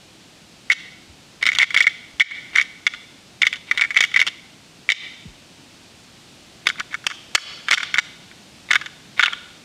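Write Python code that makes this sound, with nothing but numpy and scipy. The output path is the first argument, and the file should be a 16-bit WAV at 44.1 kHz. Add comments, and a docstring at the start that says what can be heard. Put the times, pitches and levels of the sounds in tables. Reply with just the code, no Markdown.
"""Knobbed rattle high in a tree

A hand-held rattle of two hollow, knobbed plastic halves is knocked and twisted together in short bouts.
It stands close to a single microphone channel: each contact rings short body modes as damped sines,
and scrapes ring them with dense small slips. The trunks around send back a late, soft tail of noise.
Air and far rumble, as shaped noise, fill the pauses; a few low falling thumps come through the mount.
The recorder's limiter ducks loud knocks and recovers at a steady rate."""
import sys
import numpy as np
from scipy import signal
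from scipy.fft import rfft, irfft
from scipy.io import wavfile

SR = 44100
rng = np.random.default_rng(int(sys.argv[2]) if len(sys.argv) > 2 else 0)


def digitize_waveform(pressure):
    """Quantize a signal to 16-bit integers and store it at the path in sys.argv[1].

    Rows of a 2-D input are taken as channels; values are limited to [-1, 1].
    """
    field = np.atleast_2d(pressure).T
    bounded = np.clip(field, -1, 1)
    quanta = np.round(bounded * 32767).astype(np.int16)
    wavfile.write(sys.argv[1], SR, quanta)


N = 425124   # length in samples


def from_db(db):
    """Decibels to gain."""
    return 10 ** (np.asarray(db) / 20)


def coloured(size, spectrum):
    """Noise with the given spectrum, interpolated over log frequency and scaled to an rms of 1."""
    hz, level_db = np.transpose(spectrum)
    bins = np.maximum(np.arange(size // 2 + 1) * SR / size, 1)
    gain = from_db(np.interp(np.log(bins), np.log(hz), level_db))
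    noise = irfft(rfft(rng.standard_normal(size)) * gain, size)
    return noise / np.sqrt(np.mean(noise ** 2) + 1e-20)


# Spectrum of air and far rumble: f/Hz, relative level/dB (per Hz)
AIR_SPECTRUM = [(15, -34), (25, -15), (150, 1), (329, -2), (409, -8), (742, -9), (1000, -12.5),
                (2140, -12.5), (2520, -9.5), (4330, -11), (8080, -18.5), (15100, -37), (16400, -52)]
# Slow growth of the air, steady before and after: t/s, level/dB
AIR_GROWTH = [(5, 1), (7, 2.5)]
AIR_DB = -49   # base level/dB; the growth curve adds to it, so the air's rms is -48 dB before 5 s


def air():
    """Air and far rumble around the tree: steady shaped noise under a slowly rising level."""
    growth_db = np.interp(np.arange(N) / SR, *np.transpose(AIR_GROWTH))
    return from_db(AIR_DB + growth_db) * coloured(N, AIR_SPECTRUM)


# Hold of the hand; a tighter one damps rings and bounces, shifts the upper rings and lets out hollow and crack:
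# t/s, main t60 share, hollow level/dB, crack level/dB, upper t60 share, bounce time share, upper pitch share
HAND_GRIP = [(5, 0.93, -15.5, -12.5, 0.84, 0.95, 0.98), (6.5, 0.59, -7, -12, 0.88, 0.64, 1.03),
             (7.35, 0.52, -6.5, -9, 0.48, 0.66, 0.86), (7.6, 0.58, -8.5, -11.5, 0.65, 0.7, 0.97),
             (9.15, 0.63, -7.5, -10.5, 0.84, 0.65, 0.95), (9.26, 0.6, -4, -15.5, 0.89, 0.56, 0.96)]


def grip(column):
    """The hand's hold changes gradually: one grip column, interpolated at each knock."""
    hold = np.array(HAND_GRIP)
    return np.interp(np.array(KNOCK_EVENTS)[:, :1], hold[:, 0], hold[:, column])


def with_bounces(count, graze_s, within_s, first_db, spread_db):
    """Knobs touch at random around each knock: sample positions and dB, shaped (knocks, 1 + count)."""
    knocks = len(KNOCK_EVENTS)
    draws = rng.random((knocks, 2, count))
    delay = (graze_s + within_s) * draws[:, 0] - graze_s
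    drop_db = first_db - spread_db * draws[:, 1]
    # grazes ahead of the knock are lighter than bounces after it
    drop_db -= 20 * (delay < 0)
    # later bounces are weaker
    drop_db -= 13.0 * np.maximum(delay, 0) / within_s
    none = np.zeros(knocks)
    knock_s = np.array(KNOCK_EVENTS)[:, :1]
    at = ((knock_s + np.c_[none, delay] * grip(5)) * SR).astype(int)
    return at, np.c_[none, drop_db]


HOLLOW_FOLLOWS = 0.76   # dB of hollow ring per dB of strength
CRACK_FOLLOWS = 0.69   # dB of crack per dB of the upper rings above the strength
KNOCK_SCATTER_DB = 2   # hollow ring and crack vary from knock to knock


def shares():
    """A square knock rings the main mode, a glancing one the upper rings and crack; grip sets hollow and crack."""
    _, strength_db, glance_db = np.array(KNOCK_EVENTS).T[:, :, None]
    main_db = strength_db - 10 * np.log10(1 + from_db(glance_db) ** 2)
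    upper_db = main_db + glance_db
    chance_db = KNOCK_SCATTER_DB * rng.standard_normal((len(KNOCK_EVENTS), 2, 1))
    hollow_db = grip(2) + HOLLOW_FOLLOWS * strength_db + chance_db[:, 0]
    crack_db = strength_db + grip(3) + CRACK_FOLLOWS * (upper_db - strength_db) + chance_db[:, 1]
    return main_db, hollow_db, upper_db, crack_db


def ring(hz, t60, rise_s):
    """Damped sines along the last axis that swell over the time of contact."""
    t = np.arange(int(np.max(t60) * SR)) / SR
    envelope = from_db(-60 * t / t60) * (1 - np.exp(-t / rise_s))
    return np.sin(2 * np.pi * hz[..., None] * t) * envelope[:, None]


# Knocks of the halves: t/s, relative strength level/dB, glance level/dB (upper rings above the main ring)
KNOCK_EVENTS = [(0.7013, 10.5, -21), (0.7095, 2.5, -13), (0.7159, -3, 16), (0.7192, 4, 0),
                (1.427, -3.5, -9.5), (1.455, -10.5, -3), (1.4653, -3.5, -2), (1.471, -6, -2),
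                (1.489, -1.5, -14.5), (1.5182, -12.5, -8), (1.531, -18, -6), (1.55, -14, 8),
                (1.561, -16, -19), (1.5696, -20, -5), (1.5862, 7, 12), (1.595, -3, -25), (1.6003, 3.5, -19),
                (1.6044, -2, -11), (1.616, 0, -6), (1.623, -3, -9), (1.6298, 6, -9), (1.7057, -15.5, -12),
                (1.7442, -5.5, -1), (1.7638, 6, -28), (1.7672, -7, 4), (1.775, 7.5, -4), (1.788, -10, 10),
                (1.7926, -8, -3), (1.8051, 9.5, -16), (1.8243, -5.5, 19), (1.8422, -5.5, -27),
                (1.868, 2, -13), (1.895, -26, 20), (2.1982, -7, 4), (2.2059, 17.5, -18), (2.2118, 16, -9),
                (2.3098, -13, -14), (2.5539, -14, -13), (2.5592, 5.5, -12), (2.576, -9, -5),
                (2.5832, 5, -12), (2.5979, -2.5, -11), (2.6131, -4, -6), (2.8666, 7.5, -9.5),
                (2.9371, -20.5, -4), (3.4171, -6.5, -8), (3.4197, -5.5, 10), (3.4314, -2, -29),
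                (3.4522, -16, -2), (3.4678, 1.5, -5), (3.5284, -12.5, 0.5), (3.5417, -21, -8),
                (3.558, -24, 10), (3.7119, -1, -14), (3.775, -8, -5.5), (3.785, -20, -7),
                (3.7948, -8.5, -15), (3.8114, -3, -6.5), (3.82, 0.5, -14), (3.838, -6, -15),
                (3.848, -9.5, -18), (3.906, -10.5, -16.5), (3.9447, -15, -8), (3.9603, -15, -11),
                (3.9661, 2.5, -22), (3.9729, 1.5, 2.5), (3.9881, -6.5, -7), (4.0061, 3, -1.5),
                (4.0253, -7.5, -11), (4.038, -4, -2), (4.1156, -24, -4), (4.141, -11.5, -6),
                (4.161, 0, -22), (4.1628, -3, -10), (4.1722, -8, -8), (4.1925, -6, -9), (4.2, -8.5, 1.5),
                (4.2148, 7, -12), (4.226, -13, -3), (4.267, -8, 6), (4.2749, -8, 10), (4.8902, 14, -11),
                (4.9013, 12, -2), (4.913, -20, 2), (4.9197, 7, 0), (4.9255, -26, 11), (6.6692, -2, -1.5),
                (6.6885, -13, 14), (6.7, -13, -6), (6.7573, -34, -11), (6.789, -28, -15),
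                (6.7981, -16.5, 10), (6.8042, -12, -24), (6.93, -27, -9), (6.9425, -9.5, -11),
                (7.0417, -32, -1), (7.0671, 2.5, 12), (7.1014, -17, -2), (7.1122, -13.5, -7), (7.35, 6, 10),
                (7.3527, 16.5, 1.5), (7.3771, -4.5, -17), (7.6846, -6, -7), (7.7064, -19, 7),
                (7.7122, 12, -4.5), (7.7204, 11, -9), (7.7256, -5, 5), (7.7306, 11, -6), (7.7391, 6, 17),
                (7.7746, -5.5, -19), (7.78, -8, -2), (7.8027, -8.5, -18), (7.8308, -11, 0),
                (7.9416, -5, -4), (7.957, -13, -17), (7.9737, -15, -7), (7.9834, 2, -9.5),
                (7.9885, 6.5, -6), (8.3137, -34.5, -11), (8.7074, -2.5, -22), (8.712, -5, 0.5),
                (8.7323, -4.5, -6), (8.7474, -12, -3), (8.7555, 7, -11), (8.8128, -18.5, 3),
                (8.8604, -18.5, 0), (9.1943, 7, -10), (9.2083, -1.5, 1), (9.2265, -4, 0), (9.2286, -9, -9),
                (9.2325, 1, -2), (9.2355, 1, 5), (9.248, -10, 4), (9.259, 0, 9), (9.2731, -15, -23),
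                (9.2803, -12.5, -16), (9.3256, -29, -28), (9.331, -17.5, 8)]
# Body modes, one table for each way a contact can favour the body; grip rescales main t60, upper t60 and upper f.
# Main ring of the body: f/Hz, relative level/dB, t60/s
MAIN_MODES = [(2172, -2, 0.022), (2039, 1, 0.018), (1845, -16, 0.057), (2244, -5, 0.038)]
# Ring of the hollow halves: f/Hz, relative level/dB, t60/s
HOLLOW_MODES = [(1462, 2.5, 0.014), (1207, -6.5, 0.014), (1728, -2.5, 0.019)]
# Upper rings, favoured by glancing knocks: f/Hz, relative level/dB, t60/s
UPPER_MODES = [(3614, 0, 0.018), (3264, -10, 0.028), (3173, -8, 0.03), (2827, -2.5, 0.014),
               (4280, -14.5, 0.012)]
# Bright crack: f/Hz, relative level/dB, t60/s
CRACK_MODES = [(4460, 1.5, 0.0067), (4790, -9, 0.028), (5634, -2, 0.015), (6700, 0, 0.0067),
               (7650, -10.5, 0.013), (9100, -14.5, 0.015), (11060, -12.5, 0.0037), (12300, -22.5, 0.0068),
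               (14600, -20, .003)]
# Dull push of the contact itself: f/Hz, relative level/dB, t60/s
PUSH_MODES = [(390, -16, 0.014), (784, -8, 0.0072)]


def rattle():
    """Every contact strikes each body mode with its own strength, sign and slight detuning."""
    at, drop_db = with_bounces(count=6, graze_s=.003, within_s=.014, first_db=-1, spread_db=11.5)
    main_db, hollow_db, upper_db, crack_db = shares()
    main_t60, upper_t60, upper_pitch = grip(1), grip(4), grip(6)
    same = np.ones_like(main_t60)
    # modes, strike dB, contact s, detune share, strength scatter dB, t60 share, pitch share
    # small contacts lose most of the main ring and least of the hollow ring
    groups = [(MAIN_MODES, main_db + 0.5 + 1.29 * drop_db, .0006, .007, 1.6, main_t60, same),
              (HOLLOW_MODES, hollow_db + 0.64 * drop_db, .0007, .015, 3, same, same),
              (UPPER_MODES, upper_db - 1.0 + 0.83 * drop_db, .0003, .04, 3, upper_t60, upper_pitch),
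              (CRACK_MODES, crack_db + 0.77 * drop_db, .00015, .05, 3, same, same),
              (PUSH_MODES, crack_db + drop_db, .0002, .1, 3, same, same)]
    out = np.zeros(N)
    for modes, strike_db, rise_s, detune, scatter_db, t60_share, pitch_share in groups:
        for hz, mode_db, t60 in modes:
            chance = rng.standard_normal((len(KNOCK_EVENTS), 3, at.shape[1]))
            # the knock itself is the steadiest contact: half the scatter
            chance[:, 0, 0] *= .5
            sizes = from_db(strike_db + mode_db + scatter_db * chance[:, 0]) * np.sign(chance[:, 1])
            contact_hz = hz * pitch_share * (1 + detune * chance[:, 2])
            rings = ring(contact_hz, t60 * t60_share, rise_s)
            for (knock, contact), i in np.ndenumerate(at):
                out[i:i + rings.shape[-1]] += sizes[knock, contact] * rings[knock, contact]
    return out


# Colour of the tail from the trunks, before its treble fades faster: f/Hz, relative level/dB
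WOODS_COLOUR = [(600, 3.5), (1500, -2), (2150, -4.5), (2900, 4.5), (5000, 8), (12000, 4.5)]


def woods(x, level_db, first_s, swell_s, t60, treble_hz, treble_t60):
    """Scatter from many trunks: nothing at first, a swell, then a slow fade, faster in the treble."""
    t = np.arange(2 * SR) / SR
    late = np.maximum(t - first_s, 0)
    scatter = coloured(len(t), WOODS_COLOUR) * (1 - np.exp(-late / swell_s))
    low = signal.sosfilt(signal.butter(2, treble_hz, fs=SR, output="sos"), scatter)
    treble = scatter - low
    tail = low * from_db(-60 * late / t60) + treble * from_db(-60 * late / treble_t60)
    tail /= np.sqrt(np.sum(tail ** 2))   # unit energy
    return from_db(level_db) * signal.fftconvolve(x, tail)[:N]


# Low bumps in the mount: t/s, level/dB (before onset and decay), start f/Hz, end f/Hz, t60/s
MOUNT_THUMPS = [(1.095, -36, 108.5, 49.4, 0.12), (1.545, -44, 90, 44.8, 0.16), (2.14, -37, 90, 49.7, 0.067),
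                (5.253, -29, 280, 29.8, 0.19)]


def thumps():
    """A bump travels through the mount, its higher part first: a decaying sine that falls in pitch."""
    out, t = np.zeros(N), np.arange(SR // 3) / SR
    for s, level_db, start_hz, end_hz, t60 in MOUNT_THUMPS:
        hz = end_hz + (start_hz - end_hz) * np.exp(-t / 0.017)
        shape = (1 - np.exp(-t / 0.0034)) * from_db(level_db - 60 * t / t60)
        i = round(s * SR)
        out[i:i + len(t)] += shape * np.sin(2 * np.pi * np.cumsum(hz) / SR)
    return out


# Knobs scrape past each other, pressing harder until they slip: t/s, length/s, level/dB at the end
KNOB_SCRAPES = [(1.412, 0.025, -30), (2.533, 0.021, -32.5), (3.668, 0.034, -39.5), (3.729, .04, -36.5),
                (4.235, .03, -36), (6.655, .012, -34), (6.774, 0.031, -32.5), (6.905, 0.03, -38.5),
                (7.08, 0.023, -33), (7.668, 0.018, -36), (8.688, 0.019, -34), (9.165, 0.027, -31.5)]
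SLIPS_PER_S, SCRAPE_RISE_DB = 900, 6.5
SCRAPE_UPPER_DB, SCRAPE_HOLLOW_DB = -5, -13   # relative to the main ring


def scrapes():
    """Dense faint slips of uneven size ring the main, upper and hollow body modes."""
    level = np.zeros(N)
    for s, length_s, end_db in KNOB_SCRAPES:
        i, n = round(s * SR), round(length_s * SR)
        level[i:i + n] = from_db(end_db + SCRAPE_RISE_DB * np.linspace(-1, 0, n))
    # sparse random slips, scaled so that their density does not change the level
    slips = level * (rng.random(N) < SLIPS_PER_S / SR) * np.sqrt(SR / SLIPS_PER_S)
    out, t = np.zeros(N), np.arange(SR // 20) / SR
    groups = [(MAIN_MODES, 0), (UPPER_MODES, SCRAPE_UPPER_DB), (HOLLOW_MODES, SCRAPE_HOLLOW_DB)]
    for modes, group_db in groups:
        body = np.zeros(len(t))
        for hz, mode_db, t60 in modes:
            body += from_db(mode_db - 60 * t / t60) * np.sin(2 * np.pi * hz * t)
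        body /= np.sqrt(np.sum(body ** 2))   # unit energy
        uneven_slips = slips * rng.standard_normal(N)
        out += from_db(group_db) * signal.oaconvolve(uneven_slips, body)[:N]
    return out


def scene():
    """Air, the close rattle and its scrapes, their tail from the trees, and thumps in the mount."""
    contacts = rattle() + scrapes()
    tail = woods(contacts, level_db=-22, first_s=0.011, swell_s=0.0022, t60=0.8,
                 treble_hz=4450, treble_t60=0.36)
    return (contacts + tail + thumps() + air())[None]


LIMIT_DB, ATTACK_S, RELEASE_DB_PER_S = -1, .0004, 124
CUTOFF_HZ = 16700


def record(dry):
    """The limiter looks ahead, ducks on peaks and recovers at a steady rate; the top is cut."""
    ramp = RELEASE_DB_PER_S * np.arange(N) / SR
    over_db = np.maximum(20 * np.log10(np.abs(dry) + 1e-9) - LIMIT_DB, 0)
    # a running maximum against the ramp makes each reduction fall back at the release rate
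    held_db = np.maximum.accumulate(over_db + ramp, axis=-1) - ramp
    a = np.exp(-1 / (ATTACK_S * SR))
    smooth_db = signal.lfilter([1 - a], [1, -a], held_db)
    # look ahead by three attack times
    ahead_db = np.roll(smooth_db, -round(3 * ATTACK_S * SR), axis=-1)
    ducked = np.clip(dry * from_db(-ahead_db), -1, 1)
    return signal.sosfilt(signal.cheby2(18, 90, CUTOFF_HZ, fs=SR, output="sos"), ducked)


dry = scene()
out = record(dry)
digitize_waveform(out)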